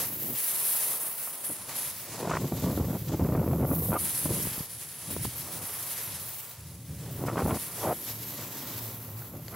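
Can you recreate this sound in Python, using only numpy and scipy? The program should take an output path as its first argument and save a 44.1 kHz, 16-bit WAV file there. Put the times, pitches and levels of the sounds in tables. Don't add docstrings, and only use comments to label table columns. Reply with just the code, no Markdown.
import sys
import numpy as np
from scipy import signal
from scipy.fft import rfft, irfft, next_fast_len
from scipy.io import wavfile
from scipy.ndimage import uniform_filter1d, minimum_filter1d

SR = 44100
rng = np.random.default_rng(int(sys.argv[2]) if len(sys.argv) > 2 else 0)


def makeup_ratio(level_db):
    decades = np.asarray(level_db, float) / 20
    return 10 ** decades


def generate_wav(signal):
    frames = np.transpose(np.atleast_2d(signal))
    scaled = np.clip(frames, -1, 1) * 32767
    pcm = np.round(scaled).astype(np.int16)
    wavfile.write(sys.argv[1], SR, pcm)


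N = 421155
TIME = np.arange(N) / SR
CLOCK = np.arange(0, N / SR + .002, .001)
HZ = np.fft.rfftfreq(next_fast_len(N), 1 / SR)

# frequency in Hz, density in dB per Hz.
SCRAPE_COLOUR = [(1100, -7), (1800, 1.5), (3000, 0), (5000, 0.5), (8000, 0), (9500, -21.5), (16000, -48)]
LOW_PORT_COLOUR = [(7200, -30.5), (8800, -5), (10300, 2), (11100, 1.5), (12000, -12), (13000, -38)]
MID_PORT_COLOUR = [(10000, -28), (11400, 5.5), (12600, 6.5), (14000, -15)]
HIGH_PORT_COLOUR = [(11800, -22), (12800, 0), (13600, 9), (14500, 7), (15900, 9), (16000, -36)]

# time in seconds, pressure in dB, port gleam in dB,
# port facing the spray (0 low ring, 1 middle, 2 high, 3 low again), board drone in dB.
RIDE = [(0.1, -49.5, 14.2, 1.45, 2), (0.36, -47, 11, 2, -3.1), (1.2, -49.5, 11.5, 2.4, 4),
        (1.6, -48.5, 5.5, 3, 2), (2.3, -49, -2, 2.4, -4), (3.66, -55.5, 11.5, 1.3, -2.5),
        (3.97, -55, 9, 1.3, -2), (4.55, -45.5, 5.5, 1.4, -1), (4.72, -53, 5.5, 0.1, -2.5),
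        (5.5, -48, 4, -.4, 3.5), (6.05, -43.5, 6.5, .7, -0.8), (6.33, -51, .5, -0.4, 3.5),
        (6.85, -57.5, 3.5, -.4, -3), (7.35, -51, 2, -0.6, 0), (7.98, -49.5, 7.4, 1, -1),
        (8.78, -47, 5, 1.7, 3.5), (9.1, -56.5, 10.5, 1.54, 6.5), (9.55, -56.5, 6, 1.3, 1)]
# start in seconds, hold in seconds, pressure in dB, gleam
# in dB, facing 0-3.
BITES = [(0.0, 0.033, -41, 6, 0.36), (2.55, 0.47, -54.5, 7.5, 1.2), (1.002, 0.072, -46, 14.5, 2.6),
         (1.19, 0.084, -56.5, 17.5, 2.3), (1.446, 0.066, -52.5, 17.5, 0.084), (1.689, 0.057, -43, -1, 1.6),
         (1.753, 0.13, -43.5, 9, 0.45), (2.12, 0.08, -46, -1, 2.7), (2.294, 0.055, -45, -20, 0.33),
         (2.57, 0.089, -48.5, -10, 1.4), (3.083, 0.051, -46.5, -21, 0.91), (3.7, 0.21, -57, 20.5, 1.7),
         (5.105, 0.036, -51.5, 12.5, 2.5), (5.226, 0.028, -49, 10, 2.7), (5.52, 0.12, -62, 15, 1.8),
         (7.0, 0.11, -57, -8, 2.9), (7.557, 0.23, -48, 5.5, 0.33), (7.77, 0.072, -47, 0.5, 0.27),
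         (8.067, 0.039, -47, 4, 1.5), (8.376, 0.058, -46.5, -4, 1.6), (9.184, 0.097, -56.5, 9, 1.9),
         (6.2, .3, -58, 14, 2.1), (5.66, .28, -56, 15, 1.3), (3.82, .12, -56, 16, .5),
         (1.93, .02, -54, 11, 2.3), (1.97, .08, -62, 17, 2.1), (4.705, .015, -53, 6, .3),
         (4.81, .015, -49, 3, .1), (5.0, .07, -51, 2, .3), (5.36, .02, -54, 13, 1),
         (7.11, .14, -62, 13, 2.1), (6.44, .07, -55, -4, 2.5), (1.33, .02, -51, 10, 2.5),
         (1.25, .03, -58, 18, .4), (7.45, .45, -60, 14, 1.7), (6.67, .08, -60, 4, 2.9),
         (1.1, .06, -58, 17, 1.6)]
# start in seconds, hold in seconds, pressure in dB,
# gleam in dB, facing 0-3.
CARVES = [
    (.375, 0.09, -45, 9, 0.1),
    (.48, .29, -42.5, 11.5, .4),
    (.8, .16, -42.5, 10.5, .4),
    (3.975, .012, -54, 14, .9),
    (3.989, 0.04, -45, 12, 0),
    (4.04, .22, -43, 9.5, .1),
    (4.3, .2, -44, 6.5, .2),
    (4.52, .07, -49, 5, .1),
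    (2.41, .14, -57, 9, 1.3),
    (3.67, .06, -62, 22, 1.8),
]
# time in seconds, peak in dB.
ICE_LUMPS = [(0.3531, -33), (1.068, -48), (1.4386, -39), (1.697, -37), (2.575, -38), (3.1268, -44),
             (3.9903, -38), (4.9082, -46), (5.1113, -43), (5.246, -38), (5.69, -36.5), (5.9828, -36),
             (7.2674, -37), (7.3756, -43), (7.5482, -37), (7.7258, -42), (8.0755, -36), (9.4805, -52)]
BITE_RISE_S, BITE_RISE_DB, BITE_FALL_DB_PER_S = 0.022, 30, 256
LUMP_DB, LUMP_HOLD_S, LUMP_GLEAM_DB, LUMP_FACING = -10, 0.004, -4, 0.91
# level in dB of the low, middle, high ring.
PORT_DB = [1, -1, 0]
OFF_PORT_DB = 8.5
DRONE_DB = [-22, -16, -10.5, -10]

# frequency in Hz, side level in dB, share of time apart 0-1.
WIDTH = [(2850, -8.5, .8), (6000, -2.5, 1), (8940, -1, 0.3), (10000, -3.5, 0.7), (11200, -10.5, .8),
         (13400, 0, .9), (16000, -21, 1)]
# start in seconds, end in seconds, low edge in Hz, high edge in Hz,
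# share of time apart 0-1.
NARROW_SPELLS = [
    (.45, 1.2, 8300, 10400, 0),
    (1.3, 1.9, 9000, 12500, .5),
    (2.4, 3.7, 12800, 16000, .3),
    (3.7, 4.3, 9000, 12500, .3),
    (4.75, 5.4, 9600, 10700, .1),
    (5.25, 5.42, 8300, 11500, 0),
    (7.2, 7.7, 8300, 10500, .2),
]
MONO_BELOW_HZ = 2950

# frequency in Hz,
# density in dB per Hz.
RUMBLE_COLOUR = [(30, -42), (50, -12), (75, -2), (100, -1.5), (130, -1), (170, -1.5), (240, -24)]
FLUTTER_COLOUR = [(120, -0.5), (180, -0.5), (280, -1), (440, -12.5), (620, -19)]
RASP_COLOUR = [(320, -4), (460, 0.5), (650, 3.5), (880, -4), (1200, -12.5)]
WHISK_COLOUR = [(650, -26), (920, -6), (1400, -6.5), (1600, -14), (2400, -19), (3600, -34)]
LIGHT_AIR_COLOUR = [(55, -19.5), (88, -12.5), (100, -14), (109, -5.5), (120, -10.5), (145, -11.5),
                    (190, -18)]
LAYER_OCTAVES = np.array([[0], [1], [2.3], [3.3]])
# time in seconds, level in dB, pitch in octaves above the rumble.
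BREEZE = [(0.0, -46.5, .8), (0.34, -43, 1.1), (0.38, -63, 0.6), (0.9, -78, 1.4), (1.46, -69, 0.62),
          (1.6, -53, 0.68), (2.05, -54.5, -0.0033), (4.0, -47.5, 0.48), (4.5, -44.5, 0.5),
          (4.66, -52, 0.24), (5.7, -53, 0), (6.5, -56.5, -.4), (6.9, -46, -.8), (7.65, -47, 0.39),
          (8.3, -47.5, 0.9), (8.9, -47, 0.8), (9.12, -46.5, 0.46), (9.55, -42.5, 0.15)]
# start in seconds, rise in seconds, hold in seconds, level in dB,
# pitch in octaves above the rumble.
GUSTS = [(2.03, 0.22, .085, -33.5, 1.7), (2.22, .03, .12, -38, 2), (2.3, .03, .07, -38, -.2),
         (2.361, .02, .12, -38, 1.16), (2.5, 0.028, 0.13, -33, 0.22), (2.606, 0.021, 0.35, -30.5, 0.55),
         (2.97, 0.015, 0.42, -36, -0.26), (3.159, 0.039, 0.54, -27.5, 0.6), (3.737, .02, 0.19, -30, 0.3),
         (3.905, 0.03, 0.035, -28.5, 2.8), (3.984, .02, 0.074, -40, 0), (4.18, .08, 0.18, -35, 0.88),
         (5.06, 0.038, 0.19, -35.5, 0.2), (5.4, 0.055, 0.19, -48.5, 1.7), (4.417, 0.018, 0.04, -41, .5),
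         (4.53, .02, .09, -52, 3), (6.552, 0.027, 0.222, -45.5, -1.1), (6.82, 0.081, 0.44, -39.5, -0.18),
         (7.147, 0.1, 0.32, -32.5, 1.54), (7.748, .11, 0.071, -31, 2), (8.354, 0.025, .04, -48, 0.5),
         (6.03, 0.045, 0.21, -48.5, -.3), (9.294, 0.044, 0.072, -45.5, 1.45), (9.492, 0.048, .05, -44, 2.8),
         (2.278, 0.04, 0.052, -29.5, 3.5), (7.355, 0.022, 0.044, -30.5, 6),
         (1.486, 0.013, 0.019, -40, 0.95), (6.98, .05, .08, -53, 2.3), (9.3, .03, .06, -44, -.4),
         (.68, .02, .07, -58, -.3), (6.66, .05, .2, -54, .7), (5.3, .03, .17, -47, .2),
         (5.5, .03, .16, -50, -.3)]
# middle in seconds, peak in dB, pitch in octaves above the rumble.
PUFFS = [(3.78, -41, .6), (2.42, -34, 0.81), (2.445, -24.5, 0.21), (2.524, -29, .9), (2.645, -23.5, 0.14),
         (2.68, -33, .6), (2.78, -27, .8), (2.81, -20.5, 0.67), (2.85, -36, 0.81), (2.91, -30.5, 0.93),
         (2.965, -31, 0.64), (3.14, -26, 0.93), (3.22, -21, 0.34), (3.32, -37, .1), (3.35, -31, 1.7),
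         (3.43, -27, 0.28), (3.48, -31, 0.5), (3.54, -24, 0.4), (3.635, -20.5, 1.3), (3.69, -29, .1),
         (3.721, -23, .9), (3.901, -21.5, 0.33), (4.26, -30, 1.1), (4.31, -24.5, 0.73), (5.17, -44, .4),
         (5.25, -36, 0.87), (7.289, -30, 3.5), (7.385, -28, 3.1), (7.45, -20, 0.27), (7.513, -30, 3),
         (3.3, -25, .2), (3.26, -28, .5), (3.375, -27, .3), (3.61, -30, 1.5), (3.098, -30, .2),
         (7.425, -30, 2), (7.48, -27, .5), (7.525, -27, .5), (7.24, -30, .8)]
GUST_RISE_DB, GUST_FALL_DB_PER_S, PUFF_SLOPE_DB_PER_S = 21.5, 1200, 692
BELOW_DB_PER_OCTAVE, ABOVE_DB_PER_OCTAVE = 5.5, 8.5
WEAK_FROM_DB, WEAK_STEEPER, DEEP_STEEPER = -34, 0.14, 5.9

# time in seconds, peak in dB, pitch in Hz.
EARLY_EDDIES = [(2.202, -26, 624), (2.229, -31, 875), (2.246, -27, 668), (2.274, -23, 738),
                (2.311, -19, 945), (2.336, -19, 571), (2.369, -22, 703), (2.436, -36, 401),
                (2.513, -32, 401), (2.522, -28, 493), (2.544, -36, 401), (2.571, -39, 799),
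                (2.605, -38, 401), (2.622, -35, 463), (2.635, -32, 493), (2.663, -31, 401),
                (2.724, -33, 444), (2.751, -31, 401), (2.776, -26, 541), (2.799, -26, 476),
                (2.844, -29, 401), (2.869, -36, 401), (2.882, -32, 678), (2.897, -31, 431),
                (2.95, -33, 514), (3.093, -39, 541), (3.122, -32, 401), (3.145, -30, 401), (3.17, -37, 428),
                (3.196, -25, 727), (3.247, -31, 708), (3.288, -30, 428), (3.322, -27, 689),
                (3.349, -22, 773), (3.374, -31, 544), (3.394, -31, 487), (3.466, -32, 560),
                (3.478, -27, 487), (3.512, -28, 584), (3.53, -29, 406), (3.581, -33, 417),
                (3.593, -30, 506), (3.606, -27, 412), (3.646, -26, 452), (3.713, -26, 401),
                (3.743, -37, 404), (3.78, -31, 452), (3.823, -33, 428), (3.857, -36, 441),
                (3.884, -33, 420), (3.904, -28, 401), (3.919, -22, 587), (3.929, -19, 619)]
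LATE_EDDIES = [(7.192, -34, 638), (7.237, -33, 493), (7.25, -34, 436), (7.263, -32, 401), (7.272, -28, 401),
               (7.284, -22, 872), (7.298, -27, 608), (7.314, -28, 498), (7.327, -27, 657),
               (7.338, -32, 404), (7.358, -23, 713), (7.371, -20, 719), (7.378, -22, 533),
               (7.392, -22, 401), (7.402, -24, 458), (7.42, -24, 444), (7.451, -25, 918), (7.46, -27, 412),
               (7.477, -27, 401), (7.493, -28, 495), (7.508, -33, 401), (7.508, -19, 404),
               (7.544, -32, 576), (7.561, -29, 624), (7.57, -32, 401), (7.577, -32, 592)]
STRAY_EDDIES = [(1.497, -29, 401), (2.296, -19, 800), (2.352, -19, 900), (4.257, -19, 471),
                (5.165, -18.5, 412), (5.252, -16.5, 450), (4.453, -26, 170), (4.47, -23, 150),
                (4.514, -31, 200), (4.544, -31, 420), (4.579, -31, 170), (4.605, -31, 150)]
EDDY_KICK, EDDY_KICK_S, EDDY_LULL, EDDY_LULL_S = 2.0, .0045, 1.4, .005
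EDDY_FAINT_DB, EDDY_SPAN_DB, SPIT_DEPTH = -38, 13, .6

# time in seconds, peak in dB, ring in Hz, t60 in seconds.
KNOCKS = [
    (1.274, -28, 1240, 0.0098),
    (5.247, -27, 1020, 0.0097),
    (8.0874, -40, 2620, 0.014),
    (9.09, -31, 1110, 0.0089),
    (9.22, -34, 1520, 0.01),
    (9.4815, -28, 4590, 0.0088),
    (9.5394, -30, 1140, 0.0093),
]

# start in seconds, length in seconds, from Hz, to Hz, level in dB.
WHISTLES = [
    (3.918, .06, 600, 1300, -32),
    (7.81, .125, 420, 800, -36),
]
WHISTLE_WAVER, WHISTLE_RISE_SHARE, WHISTLE_END_S = .18, .6, .006

# start in seconds, hold in seconds, level in dB.
HUMS = [
    (8.082, .17, -47),
    (8.36, .06, -45),
    (8.733, 0.23, -41.5),
    (9.065, .13, -42.5),
]
# frequency in Hz, density in dB per Hz.
HOUSING_COLOUR = [(90, -24), (104, -6), (113, 0), (130, -22)]
HUM_RISE_S, HUM_RISE_DB, HUM_FALL_DB_PER_S = 0.023, 16, 500

DUCK_FROM_DB, DUCK_SHARE, DUCK_S = -32, 0.16, 0.027
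LIMIT_PEAK = 0.14


def unit(x):
    return x / np.sqrt(np.mean(x ** 2))


def smooth_twice(x, first, second=None):
    return uniform_filter1d(uniform_filter1d(x, first), second or first)


def curves(table):
    s, *columns = np.transpose(table)
    return [np.interp(CLOCK, s, column) for column in columns]


def per_sample(levels_db):
    return np.array([np.interp(TIME, CLOCK, db) for db in levels_db])


def summed(levels_db):
    return 10 * np.log10(sum(makeup_ratio(2 * db) for db in levels_db) + 1e-12)


def swell(start_s, rise_s, hold_s, rise_db, fall_db_per_s):
    t = CLOCK - start_s - rise_s
    rise = np.minimum(0, rise_db * t / max(rise_s, .002))
    return rise - fall_db_per_s * np.maximum(t - hold_s, 0)


def colour(x, points):
    hz, db = np.transpose(points)
    gain = makeup_ratio(np.interp(np.log(HZ + 1), np.log(hz), db, left=-90, right=-90))
    return unit(irfft(rfft(x, next_fast_len(N)) * gain)[:N])


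def steadied(x, span_s):
    power = smooth_twice(x ** 2, int(span_s * SR))
    return unit(x / np.sqrt(power + .02))


def walk(rate_hz):
    hold = max(int(SR / rate_hz), 2)
    steps = np.repeat(rng.standard_normal(N // hold + 1), hold)
    return unit(smooth_twice(steps, hold)[:N])


def flicker(depth_db, rate_hz):
    return makeup_ratio(depth_db * walk(rate_hz) - depth_db ** 2 * np.log(10) / 20)


def rings(events, t60_s, noisy):
    length = 4096
    out, t = np.zeros(N + length), np.arange(length) / SR
    rough = rng.standard_normal((len(events), length))
    for (s, db, hz), decay_s, noise in zip(events, t60_s, rough):
        dull = max(int(SR / hz / 3), 1)
        wave = np.sin(2 * np.pi * hz * t) + noisy * unit(smooth_twice(noise, dull))
        envelope = np.exp(-t * np.log(1000) / decay_s) * np.minimum(t / 0.0015, 1)
        i = int(s * SR)
        out[i:i + length] += makeup_ratio(db) * wave * envelope
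    return out[:N]


def port_shares(gleam_db, facing):
    turned = np.abs((np.arange(3)[:, None] - facing + 3 / 2) % 3 - 3 / 2)
    ports_db = np.array(PORT_DB)[:, None] + gleam_db - OFF_PORT_DB * turned
    return makeup_ratio(2 * np.vstack([0 * ports_db[:1], ports_db]))


def pressure():
    ride_db, gleam_db, facing, drone_db = curves(RIDE)
    lumps = [(s, LUMP_HOLD_S, db + LUMP_DB, LUMP_GLEAM_DB, LUMP_FACING) for s, db in ICE_LUMPS]
    rows = BITES + CARVES + lumps
    bites_db = [db + swell(s - BITE_RISE_S, BITE_RISE_S, hold_s, BITE_RISE_DB, BITE_FALL_DB_PER_S)
                for s, hold_s, db, _, _ in rows]
    power = np.hstack([port_shares(*row[3:]) for row in rows]) @ makeup_ratio(2 * np.array(bites_db))
    power = power + port_shares(gleam_db, facing) * makeup_ratio(2 * ride_db)
    edge_db = 10 * np.log10(power)
    return edge_db, edge_db[0] + drone_db + np.array(DRONE_DB)[:, None]


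def grains(spread_db):
    return rng.standard_normal(N) * makeup_ratio(spread_db * rng.exponential(size=N))


def edge(levels_db):
    chatter = flicker(1.0, 9) * flicker(1.0, 70) * flicker(0.73, 400)
    colours = (SCRAPE_COLOUR, LOW_PORT_COLOUR, MID_PORT_COLOUR, HIGH_PORT_COLOUR)
    sprays = []
    for spray in (grains(0.86), grains(0.84)):
        layers = [makeup_ratio(db) * colour(spray, points) for db, points in zip(levels_db, colours)]
        sprays.append(chatter * sum(layers))
    return sprays


def apart(hiss, spray):
    hz, side_db, share = np.transpose(WIDTH)
    step, bands = 1024, 22
    frames_s = np.arange(N // step + 1) * step / SR
    edges_hz = MONO_BELOW_HZ + np.cumsum(np.r_[0, np.linspace(350, 840, num=bands)])
    bins = rfft([hiss, spray], next_fast_len(N))
    mid = flicker(.9, 11) * irfft(bins[0] * (HZ < MONO_BELOW_HZ))[:N]
    side = 0
    moods = rng.standard_normal((bands, len(frames_s)))
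    moods = uniform_filter1d(uniform_filter1d(moods, size=3), size=2, axis=0)
    patches = rng.standard_normal((bands, len(frames_s)))
    patches = uniform_filter1d(uniform_filter1d(patches, size=4), size=3, axis=0)
    for lo, hi, mood, patch in zip(edges_hz[:-1], edges_hz[1:], moods, patches):
        chance = np.full(len(frames_s), np.interp(lo, hz, share))
        for start_s, end_s, from_hz, to_hz, rare in NARROW_SPELLS:
            chance[(frames_s >= start_s) & (frames_s < end_s) & (from_hz <= lo < to_hz)] = rare
        on = np.argsort(np.argsort(mood)) < chance * len(frames_s)
        band = irfft(bins * ((HZ >= lo) & (HZ < hi)))[:, :N]
        band = makeup_ratio(np.interp(TIME, frames_s, 2.4 * patch)) * band
        mid = mid + band[0]
        side = side + makeup_ratio(np.interp(lo, hz, side_db)) * np.interp(TIME, frames_s, on) * band[1]
    return mid, side


def tilt(db, octave):
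    off = LAYER_OCTAVES - np.maximum(octave, 0)
    weak = WEAK_STEEPER * np.maximum(WEAK_FROM_DB - db, 0)
    deep = DEEP_STEEPER * np.maximum(-octave, 0)
    above = ABOVE_DB_PER_OCTAVE + weak + deep
    return db + np.where(off > 0, -above, BELOW_DB_PER_OCTAVE) * off


def airflow():
    shapes_db = [swell(s, rise_s, hold_s, GUST_RISE_DB, GUST_FALL_DB_PER_S)
                 for s, rise_s, hold_s, _, _ in GUSTS]
    shapes_db += [-PUFF_SLOPE_DB_PER_S * np.abs(CLOCK - row[0]) for row in PUFFS]
    tops_db = np.hstack([tilt(*row[-2:]) for row in GUSTS + PUFFS])
    gust_power = makeup_ratio(2 * tops_db) @ makeup_ratio(2 * np.array(shapes_db))
    return 10 * np.log10(gust_power + makeup_ratio(2 * tilt(*curves(BREEZE))))


def kicks():
    out, half = np.zeros(N), 1024
    t = np.arange(-half, half) / SR
    wave = np.where(t >= 0, EDDY_KICK * np.exp(-t / EDDY_KICK_S), -EDDY_LULL * np.exp(t / EDDY_LULL_S))
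    for s, db, _ in EARLY_EDDIES + LATE_EDDIES + STRAY_EDDIES:
        i = int(s * SR)
        out[i - half:i + half] += wave * np.clip((db - EDDY_FAINT_DB) / EDDY_SPAN_DB, .3, 1.5)
    return out


def wind(rumble_db, flutter_db, rasp_db, whisk_db):
    ragged = np.clip((np.maximum(flutter_db, rasp_db) + 56.0) / 16, 0, 1)
    ragged = ragged * np.clip((rumble_db - rasp_db + 16.5) / 18, .7, 1)
    air, lurch, spit = rng.standard_normal(N), walk(45), SPIT_DEPTH * walk(330)
    heave = rng.standard_normal(N)
    calm = np.clip((-39.5 - rumble_db) / 6, 0, 1)
    rumble = calm * colour(heave, LIGHT_AIR_COLOUR) + (1 - calm) * colour(heave, RUMBLE_COLOUR)
    out = makeup_ratio(rumble_db) * steadied(rumble, 0.21)
    kick = kicks()
    for db, points, lurch_db, spit_db in ((flutter_db, FLUTTER_COLOUR, 1.6, 6.5),
                                          (rasp_db, RASP_COLOUR, 1.7, 7.5),
                                          (whisk_db, WHISK_COLOUR, 1.8, 6.8)):
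        bursts = steadied(air * makeup_ratio(ragged * spit_db * spit), 0.013)
        bursts = bursts * makeup_ratio(ragged * spit_db * kick)
        level = makeup_ratio(db + ragged * lurch_db * lurch) * flicker(0.72, 11)
        out = out + level * steadied(colour(bursts, points), 0.068)
    return out


def eddies():
    events = np.array(EARLY_EDDIES + LATE_EDDIES + STRAY_EDDIES)
    return makeup_ratio(3.0) * rings(events, 3.5 / events[:, 2], .9)


def knocks():
    events = np.array(KNOCKS)
    return makeup_ratio(0.5) * rings(events[:, :3], np.maximum(events[:, 3], .003), 0.9)


def whistles():
    out, waver, puff = np.zeros(N), walk(260), flicker(3.0, 150)
    for s, length_s, from_hz, to_hz, db in WHISTLES:
        along = np.clip((TIME - s) / length_s, 0, 1)
        hz = from_hz * (to_hz / from_hz) ** np.sqrt(along) * (1 + WHISTLE_WAVER * waver)
        rise = np.minimum(along / WHISTLE_RISE_SHARE, 1)
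        end = np.clip((s + length_s - TIME) / WHISTLE_END_S, 0, 1)
        tone = np.sqrt(2) * np.sin(2 * np.pi * np.cumsum(hz) / SR)
        out += makeup_ratio(db) * rise * end * puff * tone
    return out


def housing():
    level_db = summed([db + swell(s, HUM_RISE_S, hold_s, HUM_RISE_DB, HUM_FALL_DB_PER_S)
                       for s, hold_s, db in HUMS])
    hum = steadied(colour(rng.standard_normal(N), HOUSING_COLOUR), .08)
    return makeup_ratio(per_sample([level_db])[0]) * hum


def scene():
    air_db = airflow()
    edge_db, drone_db = pressure()
    over_db = np.maximum(summed(air_db) - DUCK_FROM_DB, 0)
    over_db = uniform_filter1d(over_db, int(DUCK_S * 1000) + 1)
    hiss, side = apart(*edge(per_sample(edge_db - DUCK_SHARE * over_db)))
    lows_db = summed([air_db, drone_db])
    mid = hiss + wind(*per_sample(lows_db)) + eddies() + knocks() + whistles() + housing()
    return np.array([mid + side, mid - side])


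def low_pass(x):
    return signal.sosfilt(signal.butter(12, 16890, fs=SR, output="sos"), x)


def record(dry):
    bass_cut = signal.butter(3, 62, "high", fs=SR, output="sos")
    top_cut = signal.ellip(12, .3, 70, 15760, fs=SR, output="sos")
    cut = signal.sosfilt(top_cut, signal.sosfilt(bass_cut, dry))
    room = np.minimum(LIMIT_PEAK / (np.abs(cut).max(axis=0) + 1e-9), 1)
    gain = uniform_filter1d(minimum_filter1d(room, size=128), size=96)
    return low_pass(cut * gain)


dry = scene()
out = record(dry)
generate_wav(out)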